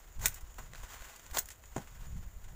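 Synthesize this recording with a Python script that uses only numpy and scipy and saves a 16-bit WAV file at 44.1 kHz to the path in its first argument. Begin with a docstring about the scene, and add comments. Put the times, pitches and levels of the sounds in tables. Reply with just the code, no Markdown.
"""Cutting banana leaves in a grove

Long-handled shears, close by, cut two leaves: each stalk crunches, then the steel blades clack shut.
The first leaf drops in the grass and feet shift through the weeds; the second lands with a hollow thud.
Light wind rumbles on a small microphone whose port rings in the treble."""
import sys
import numpy as np
from scipy import signal
from scipy.fft import rfft, irfft, next_fast_len
from scipy.io import wavfile
from scipy.ndimage import map_coordinates

SR = 44100
rng = np.random.default_rng(int(sys.argv[2]) if len(sys.argv) > 2 else 0)


def generate_wav(signal):
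    """Clip the signal to [-1, 1] and save it as 16-bit WAV at the path in sys.argv[1]."""
    frames = np.transpose(np.atleast_2d(signal))
    scaled = np.clip(frames, -1, 1) * 32767
    pcm = np.round(scaled).astype(np.int16)
    wavfile.write(sys.argv[1], SR, pcm)


N = 112454
TIME = np.arange(N) / SR
AGE = TIME[:SR // 4]  # seconds since a short event began
SNAP_RISE_S = 0.00027


# blade meeting blade: start_s, level_db, tilt_db_per_octave, t60_s
BLADE_CONTACTS = [(0.2575, -14, -0.8, 0.0078), (0.2596, -22, 2.5, 0.021), (.2663, -26, 0.5, 0.012),
                  (.2738, -31, -1, 0.0079), (.2824, -28, 2.5, 0.01), (1.3840, -23.5, -2, 0.014),
                  (1.3885, -24.5, 2.8, 0.016), (1.3924, -26, 4.5, 0.012)]
# spectrum of a contact: frequency_hz, gain_db
CRACK_SPECTRUM = [(100, -14), (700, -15.5), (1500, -0.5), (2200, 3), (3000, -3), (4100, 0), (4800, -3.5),
                  (6000, -2.5), (7000, -2), (8600, 0.5), (11000, -5.5), (15000, -8.5)]
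# modes of the steel: pitch_hz, level_db, t60_s
BLADE_MODES = [(935, -8, 0.071), (1515, 4, 0.068), (2150, -7, .06), (6180, -1, 0.075), (6700, -9, 0.054),
               (7365, -34, 0.055), (8470, -5, .05), (9050, 0, 0.071), (11200, -8, .06), (14500, 1, .06)]

def blades(ring_db=-30):
    """The blades break through and chatter: each contact is a crack and a short, damped steel ring."""
    out = np.zeros(N)
    for start_s, level_db, tilt_db, t60_s in BLADE_CONTACTS:
        ring = sum(amp(mode_db - 60 * AGE / mode_t60_s) * np.sin(2 * np.pi * (hz * AGE + rng.random()))
                   for hz, mode_db, mode_t60_s in BLADE_MODES)
        crack = colour(burst(SNAP_RISE_S, t60_s), CRACK_SPECTRUM, tilt_db)
        add(out, start_s, amp(level_db) * (crack + amp(ring_db) * ring))
    return out


# blades squeezing a stalk, one list per cut: time_s, level_db
SQUEEZES = [
    [(.19, -62), (.212, -56.5), (.222, -49), (.238, -47.5), (.247, -39.5), (.255, -42), (.268, -42),
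     (.285, -64)],
    [(1.333, -51), (1.341, -47.5), (1.348, -40.5), (1.362, -43.5), (1.372, -35), (1.379, -44), (1.39, -52),
     (1.41, -66)],
]
# the stalk giving way: start_s, level_db
CRUNCHES = [(.2450, -38), (1.3466, -38.5), (1.3706, -24.5)]
# spectra of breaking fibres and of one crunch: frequency_hz, gain_db
FIBRE_SPECTRUM = [(60, -29), (220, -4), (380, 1.5), (560, 0.5), (720, 2), (950, 5), (1400, 1.5),
                  (2200, -1.5), (3000, -7), (4200, -4.5), (5200, -8), (9000, -11), (15000, -16)]
CRUNCH_SPECTRUM = [(100, -11), (350, 1), (900, 3), (1500, 1), (2800, -2.5), (4200, 4), (5000, -2),
                   (9000, -10.5), (15000, -13)]

def stalks():
    """Juicy fibres break ever harder as the blades squeeze, with a few larger crunches."""
    effort = sum(amp(curve(cut)) * (TIME > cut[0][0]) * (TIME < cut[-1][0]) for cut in SQUEEZES)
    out = effort * crackle(FIBRE_SPECTRUM, per_s=7000, spread_db=3)
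    for start_s, level_db in CRUNCHES:
        add(out, start_s, amp(level_db) * colour(burst(SNAP_RISE_S, t60_s=0.018), CRUNCH_SPECTRUM))
    return out


# blade sliding over blade: start_s, length_s, level_db
SCRAPES = [(.212, 0.0405, -51.5), (1.337, 0.049, -56)]
# hiss of the edges: frequency_hz, gain_db
EDGE_SPECTRUM = [(500, -26), (2000, 8), (4600, -16), (5800, 0), (6800, 4.5), (8000, -5), (10000, -9),
                 (15000, -5)]

def scrape(fade_s=0.0028):
    """The edges hiss against each other while the shears close."""
    gate = np.zeros(N)
    for start_s, length_s, level_db in SCRAPES:
        inside_s = np.minimum(TIME - start_s, start_s + length_s - TIME)
        gate += amp(level_db) * np.clip(inside_s / fade_s, 0, 1)
    return gate * noise(EDGE_SPECTRUM)


# the heavy second leaf hitting the ground: start_s, level_db
LANDING_BLOWS = [(1.7636, -30.5), (1.7665, -27.5), (1.7815, -33.5)]
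# spectrum of a blow: frequency_hz, gain_db
THUD_SPECTRUM = [(40, -7.5), (130, 6.5), (260, 2.5), (400, -3), (560, -7), (800, -7), (1050, -12.5),
                 (1600, -17.5), (2400, -24), (4500, -36), (7000, -28), (15000, -47)]

def falling_leaf(note_hz=816, note_t60_s=0.11, note_db=-13, flap_db=-13, push_db=21):
    """Each blow of the thick stalk is one low push, its own hollow note and a flap of the broad leaf."""
    out = np.zeros(N)
    note = amp(note_db - 60 * AGE / note_t60_s) * np.sin(2 * np.pi * note_hz * AGE)
    for start_s, level_db in LANDING_BLOWS:
        blow = amp(flap_db) * burst(rise_s=0.0008, t60_s=0.11)
        blow[0] += amp(push_db)
        add(out, start_s, amp(level_db) * (colour(blow, THUD_SPECTRUM) + note))
    return out


# weeds and leaves stirring around the cutter: time_s, level_db
RUSTLE_LEVELS = [(0, -64.5), (.15, -67.5), (.33, -58), (.42, -64), (.56, -69), (.62, -58.5), (.70, -67.5),
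                 (.78, -57.5), (.86, -58.5), (.92, -54), (1.0, -56.5), (1.09, -51.5), (1.14, -60.5),
                 (1.3, -62.5), (1.5, -64), (1.6, -70), (1.7, -68), (1.78, -54), (1.85, -64.5), (2.03, -62),
                 (2.2, -68), (2.4, -70), (2.54, -68.5)]
# snapping stems and light taps of the shears: start_s, level_db, tilt_db_per_octave, t60_s
SNAPS = [(.1957, -43, 1, 0.0063), (0.3423, -44, 6.5, 0.039), (0.357, -51.5, 0, 0.086),
         (0.409, -55.5, 6, 0.051), (.5428, -51, 1, .012), (0.7344, -39.5, -5.5, 0.013),
         (0.7479, -41.5, -6, 0.018), (0.7552, -45, -3, 0.021), (.7788, -51, -3, 0.02),
         (0.92, -47.5, -2, 0.026), (1.0218, -42.5, -6, 0.023), (1.1604, -50, 2, 0.037),
         (1.1958, -47, -1, .008), (1.2642, -44.5, 0.5, 0.0072), (1.3109, -47.5, 0, 0.031),
         (1.457, -45, 6, .015), (1.4872, -43, 1.5, 0.021), (1.5034, -46.5, -1, 0.047),
         (1.514, -51, 1, 0.079), (1.638, -47.5, -5, 0.018), (1.656, -56.5, 0.5, 0.043),
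         (1.873, -54.5, -4.5, 0.077), (2.441, -56, -3, .08)]
# leaves and feet brushing into the grass: start_s, level_db, t60_s
BRUSHES = [(.582, -40, 0.082), (.831, -40, 0.047), (2.03, -58.5, 0.14), (2.225, -57.5, 0.09),
           (2.48, -55, 0.12)]
# spectra of the rustle, ticks, snaps and brushes: frequency_hz, gain_db
WEED_SPECTRUM = [(100, -6.5), (400, -4), (1200, 3.5), (2300, 1), (4500, -6), (9000, -12), (15000, -16)]
TICK_SPECTRUM = [(500, -18), (2000, -3), (7000, -4), (15000, -2.5)]
STEM_SPECTRUM = [(100, -19), (700, -4), (2000, 7.5), (4500, 2), (9000, 0), (15000, -8.5)]
GRASS_SPECTRUM = [(60, -24), (200, 0.5), (1000, 4), (2200, -2), (5000, -11.5), (15000, -20)]

def undergrowth(flutter_db=2, tick_db=-78):
    """Weeds rustle in clumps, with stray ticks of dry leaves, single snaps and soft brushes on top."""
    rustle_db = curve(RUSTLE_LEVELS) + flutter_db * wobble(per_s=65)
    out = amp(rustle_db) * crackle(WEED_SPECTRUM, per_s=4000, spread_db=2.5)
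    out += amp(tick_db) * crackle(TICK_SPECTRUM, per_s=120, spread_db=2.5)
    for start_s, level_db, tilt_db, t60_s in SNAPS:
        add(out, start_s, amp(level_db) * colour(burst(SNAP_RISE_S, t60_s), STEM_SPECTRUM, tilt_db))
    for start_s, level_db, t60_s in BRUSHES:
        add(out, start_s, amp(level_db) * colour(burst(rise_s=0.003, t60_s=t60_s), GRASS_SPECTRUM))
    return out


# wind right on the microphone: time_s, level_db
WIND_LEVELS = [(0, -53), (.08, -53.5), (.145, -52), (.18, -40.5), (.26, -41.5), (.35, -49.5), (.55, -54),
               (.62, -46), (.84, -49), (.92, -54), (1.02, -53.5), (1.18, -66), (1.32, -46.5), (1.42, -52.5),
               (1.62, -57), (1.88, -53), (1.98, -47), (2.16, -39.5), (2.32, -51), (2.54, -46.5)]
# single puffs: centre_s, peak_db
PUFFS = [(0.188, -34.5), (.438, -32.5), (.668, -38), (.842, -35.5), (1.013, -43.5), (1.323, -34),
         (1.727, -45), (2.276, -35.5), (2.369, -37)]
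# spectra of the rumble and of the buffeting in gusts: frequency_hz, gain_db
RUMBLE_SPECTRUM = [(8, -6), (20, 2), (35, 2.5), (70, -6), (120, -16.5), (180, -26.5), (300, -42),
                   (800, -65), (3000, -120)]
BUFFET_SPECTRUM = [(30, -21.5), (70, -4.5), (125, -3.5), (190, -12), (300, -30.5), (800, -58), (3000, -120)]

def wind(gust_db=-40.5, puff_half_width_s=0.0071):
    """Wind on the microphone: a low rumble that brightens in gusts, and a few single puffs."""
    level_db = curve(WIND_LEVELS)
    buffet_db = -47 + 1.88 * (level_db - gust_db)  # grows faster than the rumble
    out = amp(level_db) * noise(RUMBLE_SPECTRUM) + amp(buffet_db) * noise(BUFFET_SPECTRUM)
    for centre_s, peak_db in PUFFS:
        offset = (TIME - centre_s) / puff_half_width_s
        out += amp(peak_db) * (1 - offset ** 2) * np.exp(-offset ** 2)
    return out


# decay among the plants: frequency_hz, t60_s
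GROVE_DECAY = [(150, 0.14), (1000, 0.16), (7000, 0.11), (15000, 0.13)]

def grove(sound):
    """Short diffuse scatter from the surrounding trunks and leaves."""
    hz, age_s, spectra = signal.stft(rng.standard_normal(SR // 2), SR, nperseg=256)
    decay = amp(-60 * age_s / along(GROVE_DECAY, hz)[:, None])
    tail = signal.istft(spectra * decay, SR, nperseg=256)[1]
    return signal.fftconvolve(sound, tail / np.linalg.norm(tail))[:N]


# spectra of the grove's quiet air and of a thin high hiss: frequency_hz, gain_db
AIR_SPECTRUM = [(60, 15.5), (200, 5), (500, 7), (1500, 0.5), (4500, -12), (9000, -14), (15000, -14)]
HISS_SPECTRUM = [(5500, -25.5), (6500, -12), (6950, 1.5), (7400, -13), (8500, -24.5)]

def air(air_db=-64.5, hiss_db=-80, waver_db=3):
    """A steady hush behind everything, with a faint wavering hiss."""
    hush = amp(air_db) * noise(AIR_SPECTRUM)
    hiss = amp(hiss_db + waver_db * wobble(per_s=14)) * noise(HISS_SPECTRUM)
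    return hush + hiss


def amp(db):
    """Decibels to gain."""
    return 10 ** (np.asarray(db) / 20)


def unit(x):
    """Scale to rms 1."""
    return x / np.sqrt(np.mean(x ** 2) + 1e-20)


def along(points, hz):
    """Interpolate (frequency_hz, value) points on a log frequency axis."""
    point_hz, values = np.transpose(points)
    return np.interp(np.log(hz + 1), np.log(point_hz), values)


def curve(rows):
    """A level in dB for every sample."""
    time_s, level_db = np.transpose(rows)
    return np.interp(TIME, time_s, level_db)


def colour(x, spectrum, tilt_db=0, keep_power=True):
    """Causal filter with the given spectrum, tilted per octave above 500 Hz."""
    size = 2 * next_fast_len(len(x) // 2 + 4096)
    hz = np.fft.rfftfreq(size, 1 / SR)
    gain = amp(along(spectrum, hz) + tilt_db * np.log2(np.maximum(hz, 500) / 500))
    cepstrum = irfft(np.log(np.maximum(unit(gain) if keep_power else gain, 1e-6)))
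    cepstrum[1:size // 2] *= 2  # fold onto positive time for minimum phase
    cepstrum[size // 2 + 1:] = 0
    return irfft(rfft(x, size) * np.exp(rfft(cepstrum)))[:len(x)]


def add(track, start_s, sound):
    """Mix a sound into a track at a time."""
    part = track[max(round(start_s * SR), 0):][:len(sound)]
    part += sound[:len(part)]


def noise(spectrum):
    """Coloured noise of rms 1."""
    return unit(colour(rng.standard_normal(N), spectrum))


def burst(rise_s, t60_s):
    """White noise that rises and dies away."""
    return rng.standard_normal(len(AGE)) * (1 - np.exp(-AGE / rise_s)) * amp(-60 * AGE / t60_s)


def crackle(spectrum, per_s, spread_db):
    """A shower of tiny breaks of uneven size, rms 1."""
    sizes = amp(spread_db * np.minimum(rng.exponential(size=N), 4))
    signs = rng.choice([-1, 1], N)
    breaks = rng.random(N) < per_s / SR
    return unit(colour(sizes * signs * breaks, spectrum))


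def wobble(per_s):
    """A smooth random curve."""
    return map_coordinates(rng.standard_normal(int(N * per_s / SR) + 4), [TIME * per_s])


def scene(grove_db=-10):
    """Cutting and foliage in the grove, over quiet air and wind, in mono."""
    work = scrape() + stalks() + blades() + undergrowth() + falling_leaf()
    return (work + amp(grove_db) * grove(work) + air() + wind())[None]


# response of the small microphone and its port: frequency_hz, gain_db
MIC_RESPONSE = [(1000, -0.5), (4800, -0.5), (5900, 3), (6500, 9), (7000, 10.5), (7400, 10.5), (7900, 5),
                (8800, 2.5), (9800, 1), (12500, 2.5), (14000, 4), (15100, 16.5), (15400, 3.5), (15800, -12)]

def record(dry):
    """The microphone's treble resonances, then the band limit."""
    size = next_fast_len(N + SR // 4)
    heard = rfft(colour(dry[0], MIC_RESPONSE, keep_power=False), size)
    in_band = np.fft.rfftfreq(size, 1 / SR) < 15700
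    return irfft(heard * in_band, size)[None, :N]


dry = scene()
out = record(dry)
generate_wav(out)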